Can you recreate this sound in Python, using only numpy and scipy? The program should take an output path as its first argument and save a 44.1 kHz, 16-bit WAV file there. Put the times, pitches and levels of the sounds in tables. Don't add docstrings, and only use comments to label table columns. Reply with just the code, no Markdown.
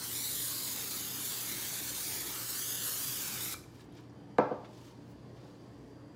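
import sys
import numpy as np
from scipy import signal
from scipy.io import wavfile
from scipy.ndimage import uniform_filter1d

SR = 44100
rng = np.random.default_rng(int(sys.argv[2]) if len(sys.argv) > 2 else 0)


def dump(signal):
    limited = np.clip(np.atleast_2d(signal).T, -1, 1)
    pcm = np.round(limited * 32767).astype(np.int16)
    wavfile.write(sys.argv[1], SR, pcm)


def ratio_of_db(decibels):
    return 10 ** (np.asarray(decibels, float) / 20)


N = 271215

# t/s, level/dB, treble tilt/(dB per octave)
JET_COURSE = [(0.0, -45.5, -3.5), (0.04, -42.5, 1), (0.31, -39, 2), (1.19, -42.5, 0.5), (1.26, -39, 2),
              (1.31, -40.5, 1.5), (1.72, -40.5, -0.5), (1.74, -39, -0.5), (1.81, -42.5, 0), (1.9, -39.5, 0),
              (1.94, -43.5, 0), (1.97, -39, 0.5), (2.41, -42.5, 1), (2.54, -40, 0.5), (3.09, -39, 1.5),
              (3.4, -40.5, -1), (3.43, -39, 0.5), (3.54, -42.5, -1.5)]
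# f/Hz, relative density/dB per Hz
JET_SPECTRUM = [(200, -52), (880, -23), (1500, -1.5), (1700, -7), (1850, -10.5), (2760, -6), (3700, 2),
                (4300, 2), (5760, 1), (7010, 4), (8450, 1), (13300, 2), (15600, 0), (16200, -61)]
# t/s, centre f/Hz, lift/dB
HOLLOW_COURSE = [(0.0, 4340, 2), (0.08, 3620.0, 5.5), (0.2, 3800, 0), (0.28, 3980, 3.5), (0.4, 3780, 1.5),
                 (0.6, 4650, 6), (0.78, 4300, 1.5), (0.95, 4500, 5), (1.16, 4080, -3), (1.24, 4510.0, -1),
                 (1.32, 4460.0, 3), (1.42, 4070, -1), (2.03, 4570, -0.7), (2.37, 3930, -0.5),
                 (2.75, 4100, -5), (2.84, 4510.0, 2.5), (2.91, 4070, -0.5), (3.5, 3870, -4)]
# t/s, centre f/Hz, lift/dB
DULL_COURSE = [(0, 9200, 2), (.28, 9300, 0), (.44, 9600, 1.5), (.52, 9200, -1), (.71, 9100, 0),
               (1.0, 8760, -2.5), (1.26, 8800, 0), (1.36, 8300, -2), (1.96, 8300, 1), (2.1, 8300, -1.5),
               (2.35, 8600, -1), (2.5, 9800, -2), (2.62, 9500, 0), (2.72, 8750, -3), (2.85, 8350, -1),
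               (3.04, 8950, -1.5), (3.2, 8900, -2), (3.54, 9000, 0.5)]
HOLLOW_WIDTH_HZ, DULL_WIDTH_HZ = 520, 1400
# t/s, level/dB
SPLASH_COURSE = [(0.0, -63), (0.02, -53), (0.56, -54), (0.83, -49), (0.91, -53), (1.49, -50.5), (2.01, -54),
                 (2.11, -51), (2.42, -50.5), (2.45, -54.5), (2.94, -52), (3.12, -52.5), (3.49, -50),
                 (3.53, -55)]
# f/Hz, relative density/dB per Hz
SPLASH_SPECTRUM = [(100, -88), (300, 4.5), (600, -7.5), (1000, 3), (1700, 1), (2400, 4), (3200, 0.5),
                   (5000, -55)]
# t/s, then delay/ms off hand, dish floor, near dish wall and far dish wall,
# then the strength (0-1, ahead of the echo spectrum) of each in the same order
SWEEP_PATHS = [(0.0, 0.216, 0.716, 0.74, 0.98, 0.11, 0.06, 0.04, 0.04),
               (0.09, 0.224, 0.656, 0.684, 0.98, 0.02, 0.07, 0.07, 0.04),
               (0.18, 0.256, 0.532, 0.684, 0.976, 0.0, 0.2, 0.01, 0.04),
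               (0.27, 0.256, 0.508, 0.684, 0.988, 0.11, 0.08, 0.12, 0.05),
               (0.36, 0.216, 0.576, 0.676, 0.988, 0.01, 0.14, 0.07, 0.06),
               (0.45, 0.248, 0.576, 0.676, 0.988, 0.04, 0.18, 0.04, 0.02),
               (0.54, 0.268, 0.612, 0.756, 1.016, 0.06, 0.0, 0.07, 0.01),
               (0.63, 0.268, 0.584, 0.756, 1.016, 0.08, 0.09, 0.01, 0.04),
               (0.72, 0.268, 0.604, 0.752, 1.016, 0.07, 0.08, 0.04, 0.07),
               (0.81, 0.272, 0.604, 0.756, 1.012, 0.03, 0.1, 0.0, 0.0),
               (0.9, 0.276, 0.576, 0.74, 1.012, 0.06, 0.06, 0.05, 0.04),
               (0.99, 0.276, 0.576, 0.684, 1.012, 0.09, 0.06, 0.01, 0.04),
               (1.08, 0.276, 0.604, 0.624, 1.036, 0.06, 0.11, 0.02, 0.01),
               (1.17, 0.256, 0.636, 0.58, 1.036, 0.0, 0.14, 0.03, 0.01),
               (1.26, 0.256, 0.684, 0.528, 1.016, 0.08, 0.01, 0.15, 0.02),
               (1.35, 0.252, 0.648, 0.556, 1.016, 0.0, 0.1, 0.03, 0.03),
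               (1.44, 0.316, 0.648, 0.644, 1.044, 0.04, 0.06, 0.04, 0.0),
               (1.53, 0.316, 0.516, 0.644, 1.048, 0.03, 0.1, 0.0, 0.08),
               (1.62, 0.328, 0.516, 0.644, 1.1, 0.04, 0.0, 0.07, 0.0),
               (1.71, 0.328, 0.516, 0.636, 1.112, 0.05, 0.06, 0.07, 0.05),
               (1.8, 0.304, 0.516, 0.636, 1.112, 0.03, 0.1, 0.01, 0.04),
               (1.89, 0.288, 0.516, 0.68, 1.196, 0.02, 0.0, 0.1, 0.06),
               (1.98, 0.212, 0.516, 0.552, 1.224, 0.03, 0.02, 0.0, 0.0),
               (2.07, 0.212, 0.444, 0.552, 1.224, 0.03, 0.1, 0.06, 0.08),
               (2.16, 0.212, 0.444, 0.568, 1.296, 0.05, 0.16, 0.13, 0.04),
               (2.25, 0.2, 0.42, 0.54, 1.332, 0.01, 0.09, 0.08, 0.01),
               (2.34, 0.22, 0.632, 0.62, 1.356, 0.06, 0.04, 0.01, 0.01),
               (2.43, 0.248, 0.74, 0.62, 1.356, 0.06, 0.07, 0.03, 0.02),
               (2.52, 0.248, 0.748, 0.62, 1.356, 0.1, 0.2, 0.04, 0.08),
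               (2.61, 0.296, 0.664, 0.62, 1.324, 0.0, 0.16, 0.07, 0.05),
               (2.7, 0.304, 0.612, 0.612, 1.32, 0.1, 0.23, 0.03, 0.0),
               (2.79, 0.3, 0.648, 0.612, 1.336, 0.08, 0.14, 0.09, 0.05),
               (2.88, 0.3, 0.728, 0.624, 1.336, 0.04, 0.21, 0.06, 0.04),
               (2.97, 0.324, 0.728, 0.632, 1.332, 0.05, 0.13, 0.01, 0.05),
               (3.06, 0.356, 0.624, 0.652, 1.244, 0.01, 0.06, 0.03, 0.07),
               (3.15, 0.352, 0.588, 0.652, 1.244, 0.03, 0.1, 0.0, 0.01),
               (3.24, 0.356, 0.668, 0.744, 1.244, 0.0, 0.04, 0.06, 0.05),
               (3.33, 0.356, 0.664, 0.78, 1.316, 0.01, 0.01, 0.07, 0.06),
               (3.42, 0.328, 0.588, 0.78, 1.316, 0.04, 0.1, 0.0, 0.03),
               (3.51, 0.328, 0.528, 0.78, 1.316, 0.04, 0.1, 0.07, 0.04)]
# f/Hz, gain/dB
ECHO_SPECTRUM = [(800, 12), (2000, 8.5), (4500, 10), (7000, 4), (10000, 10), (14000, 12)]
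RIM_MS, HAND_RIM, GLASS_RIM = .07, .8, .3
TREMOR_MS = .012
SCATTER_SHARE, SCATTER_DRIFT_MS = .035, .03
VALVE_SHUTS_S = 3.544
SAG_DB, SAG_S = 0.5, 0.017
SPIT_S, SPIT_DB, SPIT_FADE_S = 3.5238, 6.5, .008
LEAK_DB, LEAK_FADE_S = -12, .036
# t/s, ringing level re hiss/dB
GRIP_COURSE = [(0, -22), (.5, -24), (1.95, -24), (2.07, -13), (2.3, -16), (2.4, -24), (3.2, -22),
               (3.54, -18)]
# f/Hz, level/dB, t60/s when free
CAN_MODES = [(1300, -3, .015), (1705, -14, .15), (2348, -12, .19), (3280, -10, .04), (3740, -12, .06),
             (4340, -12, .04), (5150, -10, .04), (5700, -12, .03), (7060, -12, .02)]
# f/Hz, relative density/dB per Hz
FAN_SPECTRUM = [(24, -58), (40, -19), (112, -2.5), (194, -2.5), (312, -2), (663, -13), (1120, -18),
                (1270, -22.5), (1760, -25), (2100, -28.5), (4460, -36), (4800, -35), (5180, -34.5),
                (14500, -51), (16000, -58)]
# f/Hz, width/Hz, steady part over wavering part, level/dB rms
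FRIDGE_TONES = [(58, 4, 1, -68.5), (88.5, 5, 0.78, -69.5), (292, 11.5, 0.88, -63.5)]
# multiple of shaft speed, width/Hz, level/dB rms
WHINE_LINES = [(30, 2, -88), (31, 2, -85), (52, 2, -88), (53, 2, -91), (54, 2, -91), (56, 2, -93),
               (59, 2, -90), (60, 2, -89), (73, 3, -88), (74, 2, -92), (81, 30, -79)]
FAN_DB, HUM_DB, MOTOR_DB, WAVER_DB = -53, -58, -70, -3
SHAFT_HZ, HUM_HZ, BEAT_DIP_S = 58.5, 120.075, 0.0
# f/Hz, t60/s
KITCHEN_DECAY = [(150, 0.2), (400, 0.45), (1000, 0.64), (2700, 0.42), (5600, 0.52), (14000, 0.31)]
# t/s, peak level/dB, centre f/Hz,
# factor on t60 (below 1 the ring is damped, above 1 it lasts longer)
WALL_TAPS = [(3.542, -35, 1000, 0.6), (3.544, -45, 2500, 1), (3.574, -58, 5150, 1),
             (3.638, -52, 2340, 0.12), (3.7562, -59, 5150, 1.5), (3.757, -64, 2200, .2),
             (3.7943, -55, 1500, 1), (3.795, -61, 4300, 1), (3.81, -65, 4000, 1), (3.921, -63, 3200, 1),
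             (3.956, -60, 3200, 1), (3.9678, -59, 2000, 0.2), (3.968, -58, 6300, 1),
             (3.986, -56, 2500, .15), (4.097, -61, 6030, 0.87)]
# t/s, level/dB, centre f/Hz
NOZZLE_CRACKLES = [(3.719, -66, 13500), (3.752, -66, 12000), (3.77, -63, 13700), (3.797, -60, 9460),
                   (3.817, -62, 12600), (3.843, -63, 7500), (3.853, -67, 14000), (3.924, -63, 10800),
                   (3.95, -64, 14200), (3.952, -64, 12000), (4.008, -64, 12400)]
# peak t/s, level/dB, rise/s, fall/s, treble tilt/(dB per octave);
# each is 20 dB down one rise before or one fall after its peak
CLOTH_BRUSHES = [(3.75, -65, 0.068, 0.072, 0), (3.81, -61, 0.064, 0.069, -3), (3.98, -63, 0.11, 0.12, -5),
                 (4.649, -60, 0.015, 0.055, -10), (4.74, -66, 0.064, 0.73, -4),
                 (4.87, -62.5, 0.29, 0.11, -0.5), (5.11, -78, 0.092, 0.057, 7),
                 (5.37, -67.5, .04, 0.21, -7), (5.47, -70.5, 0.36, 0.62, -2), (5.9, -75, 0.79, 0.13, -2)]
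# f/Hz, relative density/dB per Hz
CLOTH_SPECTRUM = [(150, -60), (600, -20), (1500, -6), (3000, -1), (4500, 1), (7000, -3), (9000, -8),
                  (12000, -10), (16000, -13)]
# t/s, blow level/dB, contact time/ms, crack level/dB
BLOWS = [(4.3835, -11, 0.06, -23), (4.5104, -21.5, 0.27, -48), (4.647, -50, .15, -46)]
# f/Hz, level/dB, t60/s
WOOD_MODES = [(156.4, -3.5, 0.059), (208, -12.5, 0.079), (287, -3, 0.064), (377, -7, 0.054),
              (488, 2, 0.054), (595, -1.5, 0.049), (623, 0.5, 0.069), (707, 6, 0.018), (865, 2.5, 0.029),
              (930, 2.5, 0.021), (984, -14, 0.14), (1043, -5, .03), (1182, -6.5, 0.034),
              (1327, -15.5, 0.14), (1570, -4, 0.021), (1737, -18, 0.033), (2092, -14.5, 0.036),
              (2360, -16, 0.027), (2670, -21, 0.015), (3140, -31, 0.008)]
# delay/ms, level/dB
WALL_ECHOES = [(4, -4), (13.5, -4), (27, -12), (42, -14), (70, -17)]
KNOCK_ROOM_DB, CRACK_ROOM_DB = -5, -37


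def evened(x):
    return x / np.sqrt(np.mean(np.abs(x) ** 2) + 1e-20)


def smooth(x, size):
    return uniform_filter1d(uniform_filter1d(x, size=size), size=size)


def read(points, hz):
    f, value = np.transpose(points)
    return np.interp(np.log(hz + 1), np.log(f + 1), value)


def unit(spectrum, hz):
    return evened(ratio_of_db(read(spectrum, hz)))


def courses(table, t):
    s, *columns = np.transpose(table)
    return [np.interp(t, s, column) for column in columns]


def add(mix, s, sound):
    part = mix[round(s * SR):][:len(sound)]
    part += sound[:len(part)]


def stft_grid(size):
    hz = np.fft.rfftfreq(size, 1 / SR)[:, None]
    return hz, np.arange(N * 4 // size + 5) * size / 4 / SR


def noise(magnitude, patchy_db, flicker_db):
    bins, frames = magnitude.shape
    a, b, patches = rng.standard_normal((frames, bins, 3)).T
    patches = uniform_filter1d(patches, size=4, axis=0)
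    patches = evened(uniform_filter1d(patches, size=12, axis=1))
    flicker = evened(uniform_filter1d(rng.standard_normal(frames), size=3))
    z = evened(a + 1j * b) * magnitude * ratio_of_db(patchy_db * patches + flicker_db * flicker)
    size = 2 * bins - 2
    sound = signal.istft(z, nperseg=size, noverlap=size * 3 // 4)[1][:N]
    return sound * np.sqrt(6 / size)


def ring(modes, rise_cycles):
    t = np.arange(SR // 4) / SR
    out = np.zeros(len(t))
    for k, (hz, db, t60) in enumerate(modes):
        swell = 1 - np.exp(-(t * hz / rise_cycles) ** 2)
        out += (-1) ** k * ratio_of_db(db - 60 * t / t60) * swell * np.sin(2 * np.pi * hz * t)
    return out / np.abs(out).max()


def echo_comb(hz, t):
    def delayed(ms):
        return np.exp(-2j * np.pi * hz * ms / 1000)

    hand, floor, wall, far, *shares = courses(SWEEP_PATHS, t)
    hand = hand + TREMOR_MS * evened(smooth(rng.standard_normal(len(t)), 20))
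    rims = (HAND_RIM, GLASS_RIM, GLASS_RIM, GLASS_RIM)
    echoes = 0
    for ms, share, rim in zip((hand, floor, wall, far), shares, rims):
        echoes = echoes + share * (1 - rim * delayed(RIM_MS)) * delayed(ms)
    drift, strength = evened(smooth(rng.standard_normal((len(t), 12, 2)).T, 40))
    scatter_ms = np.linspace(.3, 2.2, num=12)[:, None] + SCATTER_DRIFT_MS * drift
    for ms, share in zip(scatter_ms, SCATTER_SHARE * strength):
        echoes = echoes + share * delayed(ms)
    return np.abs(1 + ratio_of_db(read(ECHO_SPECTRUM, hz)) * echoes)


def valve():
    now = np.arange(N) / SR
    opening = np.clip((VALVE_SHUTS_S - now) / 0.004, 0, 1)
    leak = ratio_of_db(LEAK_DB) * np.exp(-(now - VALVE_SHUTS_S).clip(0) / LEAK_FADE_S)
    before_db = SAG_DB * np.exp((now - SPIT_S).clip(None, 0) / SAG_S)
    spit_db = SPIT_DB * np.exp((SPIT_S - now).clip(None, 0) / SPIT_FADE_S)
    return np.maximum(opening, leak) * ratio_of_db(np.where(now < SPIT_S, before_db, spit_db))


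def can_wall(hiss):
    shaking = hiss * ratio_of_db(courses(GRIP_COURSE, np.arange(N) / SR)[0])
    ringing = ring(CAN_MODES, rise_cycles=0.029)
    return signal.oaconvolve(shaking, ringing / np.linalg.norm(ringing))[:N]


def spray():
    hz, t = stft_grid(size=512)
    jet_db, tilt_db = courses(JET_COURSE, t)
    octaves = np.log2(np.maximum(hz, 1200) / 7000)
    jet = unit(JET_SPECTRUM, hz) * ratio_of_db(tilt_db * octaves)
    lift_db = 0
    for band, width_hz in ((HOLLOW_COURSE, HOLLOW_WIDTH_HZ), (DULL_COURSE, DULL_WIDTH_HZ)):
        centre_hz, top_db = courses(band, t)
        lift_db = lift_db + top_db * np.exp(-((hz - centre_hz) / width_hz) ** 2)
    splash = ratio_of_db(courses(SPLASH_COURSE, t)[0]) * unit(SPLASH_SPECTRUM, hz)
    source = np.hypot(jet * ratio_of_db(jet_db + lift_db), splash)
    hiss = noise(source * echo_comb(hz, t), patchy_db=1.3, flicker_db=0.7)
    sputter = evened(uniform_filter1d(rng.standard_normal(N), size=90))
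    hiss = hiss * ratio_of_db(0.49 * sputter) * valve()
    return hiss + can_wall(hiss)


def hum():
    now = np.arange(N) / SR
    drift = evened(smooth(rng.standard_normal(N), SR // 3))
    beat_hz = HUM_HZ - 2 * SHAFT_HZ
    motor = ratio_of_db(MOTOR_DB + WAVER_DB * drift) * np.exp(-2j * np.pi * beat_hz * (now - BEAT_DIP_S))
    return np.sqrt(2) * np.imag((ratio_of_db(HUM_DB) - motor) * np.exp(2j * np.pi * HUM_HZ * now))


def refrigerator():
    hz, t = stft_grid(size=2048)
    fan = noise(unit(FAN_SPECTRUM, hz) + 0 * t, patchy_db=2.0, flicker_db=0.5)
    out = ratio_of_db(FAN_DB) * evened(fan)
    now = np.arange(N) / SR
    whine = [(k * SHAFT_HZ, width_hz, 2.2, db) for k, width_hz, db in WHINE_LINES]
    for tone_hz, width_hz, steady, db in FRIDGE_TONES + whine:
        r = np.exp(-np.pi * width_hz / SR)
        waver = rng.standard_normal((N, 2)) @ [1, 1j]
        waver = evened(signal.lfilter([1], [1, -2 * r, r * r], waver))
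        tone = np.real((steady + waver) * np.exp(2j * np.pi * tone_hz * now))
        out += ratio_of_db(db) * evened(tone)
    return out + hum()


def kitchen(x, start_ms):
    taps = np.zeros(SR)
    at = np.arange(round(start_ms * SR / 1000), SR - 20, 20)
    at_random = at + rng.integers(0, 20, SR)[:len(at)]
    taps[at_random] = rng.choice([-1., 1.], SR)[:len(at)]
    hz, t, z = signal.stft(taps, SR, nperseg=256)
    decay = ratio_of_db(-60 * t / read(KITCHEN_DECAY, hz)[:, None])
    tail = signal.istft(z * decay, SR, nperseg=256)[1]
    return signal.fftconvolve(x, tail / np.linalg.norm(tail))[:N]


def can():
    out, t = np.zeros(N), np.arange(300) / SR
    for s, db, centre_hz, t60_factor in WALL_TAPS:
        modes = [(hz, mode_db - 40 * np.log2(hz / centre_hz) ** 2, t60 * t60_factor)
                 for hz, mode_db, t60 in CAN_MODES]
        add(out, s, ratio_of_db(db) * ring(modes, rise_cycles=1.4))
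    puffs = rng.standard_normal((len(NOZZLE_CRACKLES), len(t)))
    for (s, db, hz), puff in zip(NOZZLE_CRACKLES, puffs):
        grain = evened(uniform_filter1d(puff, size=20)) * np.exp(-t / 0.0018)
        add(out, s, ratio_of_db(db) * np.sin(2 * np.pi * hz * t) * grain)
    return out


def rustle():
    hz, t = stft_grid(size=512)
    octaves = np.log2(np.maximum(hz, 1200) / 4000)
    power = 0
    for s, db, rise, fall, tilt_db in CLOTH_BRUSHES:
        away = np.maximum((s - t) / rise, (t - s) / fall).clip(0, 10)
        power = power + ratio_of_db(db + tilt_db * octaves - 20 * away) ** 2
    return noise(np.sqrt(power) * unit(CLOTH_SPECTRUM, hz), patchy_db=1.5, flicker_db=1.0)


def knock():
    knocks, cracks, edges = np.zeros(N), np.zeros(N), np.zeros(N)
    t = np.arange(300) / SR
    board = ring(WOOD_MODES, rise_cycles=1.14)
    edge = evened(np.gradient(np.exp(-(t / .000085 - 3) ** 2)))
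    dulling = [[.16, 0, 0, 1, -1.4, .49], [.5, 0, 0, 1, -.5, 0]]
    puffs = rng.standard_normal((len(BLOWS), len(t)))
    for (s, db, contact_ms, crack_db), puff in zip(BLOWS, puffs):
        push = np.exp(-(1000 * t / contact_ms - 2) ** 2)
        add(knocks, s, ratio_of_db(db) * np.convolve(board, push / push.sum()))
        add(cracks, s, ratio_of_db(crack_db) * signal.sosfilt(dulling, puff * np.exp(-t / .002)))
        add(edges, s, ratio_of_db(db) * edge)
    out = knocks + cracks
    dull = signal.lfilter([.09], [1, -1.4, .49], knocks)
    for ms, db in WALL_ECHOES:
        add(out, ms / 1000, ratio_of_db(db) * dull)
    to_room = ratio_of_db(KNOCK_ROOM_DB) * knocks + ratio_of_db(CRACK_ROOM_DB) * edges
    return out + kitchen(to_room, start_ms=6.5)


def scene():
    near = spray() + can()
    room = ratio_of_db(-11.0) * kitchen(near, start_ms=3.7)
    mono = near + room + knock() + rustle() + refrigerator()
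    return np.array([mono, mono])


def low_pass(x):
    return signal.sosfilt(signal.butter(12, 16210, fs=SR, output="sos"), x)


def record(dry):
    bass_cut = signal.butter(N=6, Wn=52, btype="high", fs=SR, output="sos")
    mix = signal.sosfilt(bass_cut, dry)
    return low_pass(mix)


dry = scene()
out = record(dry)
dump(out)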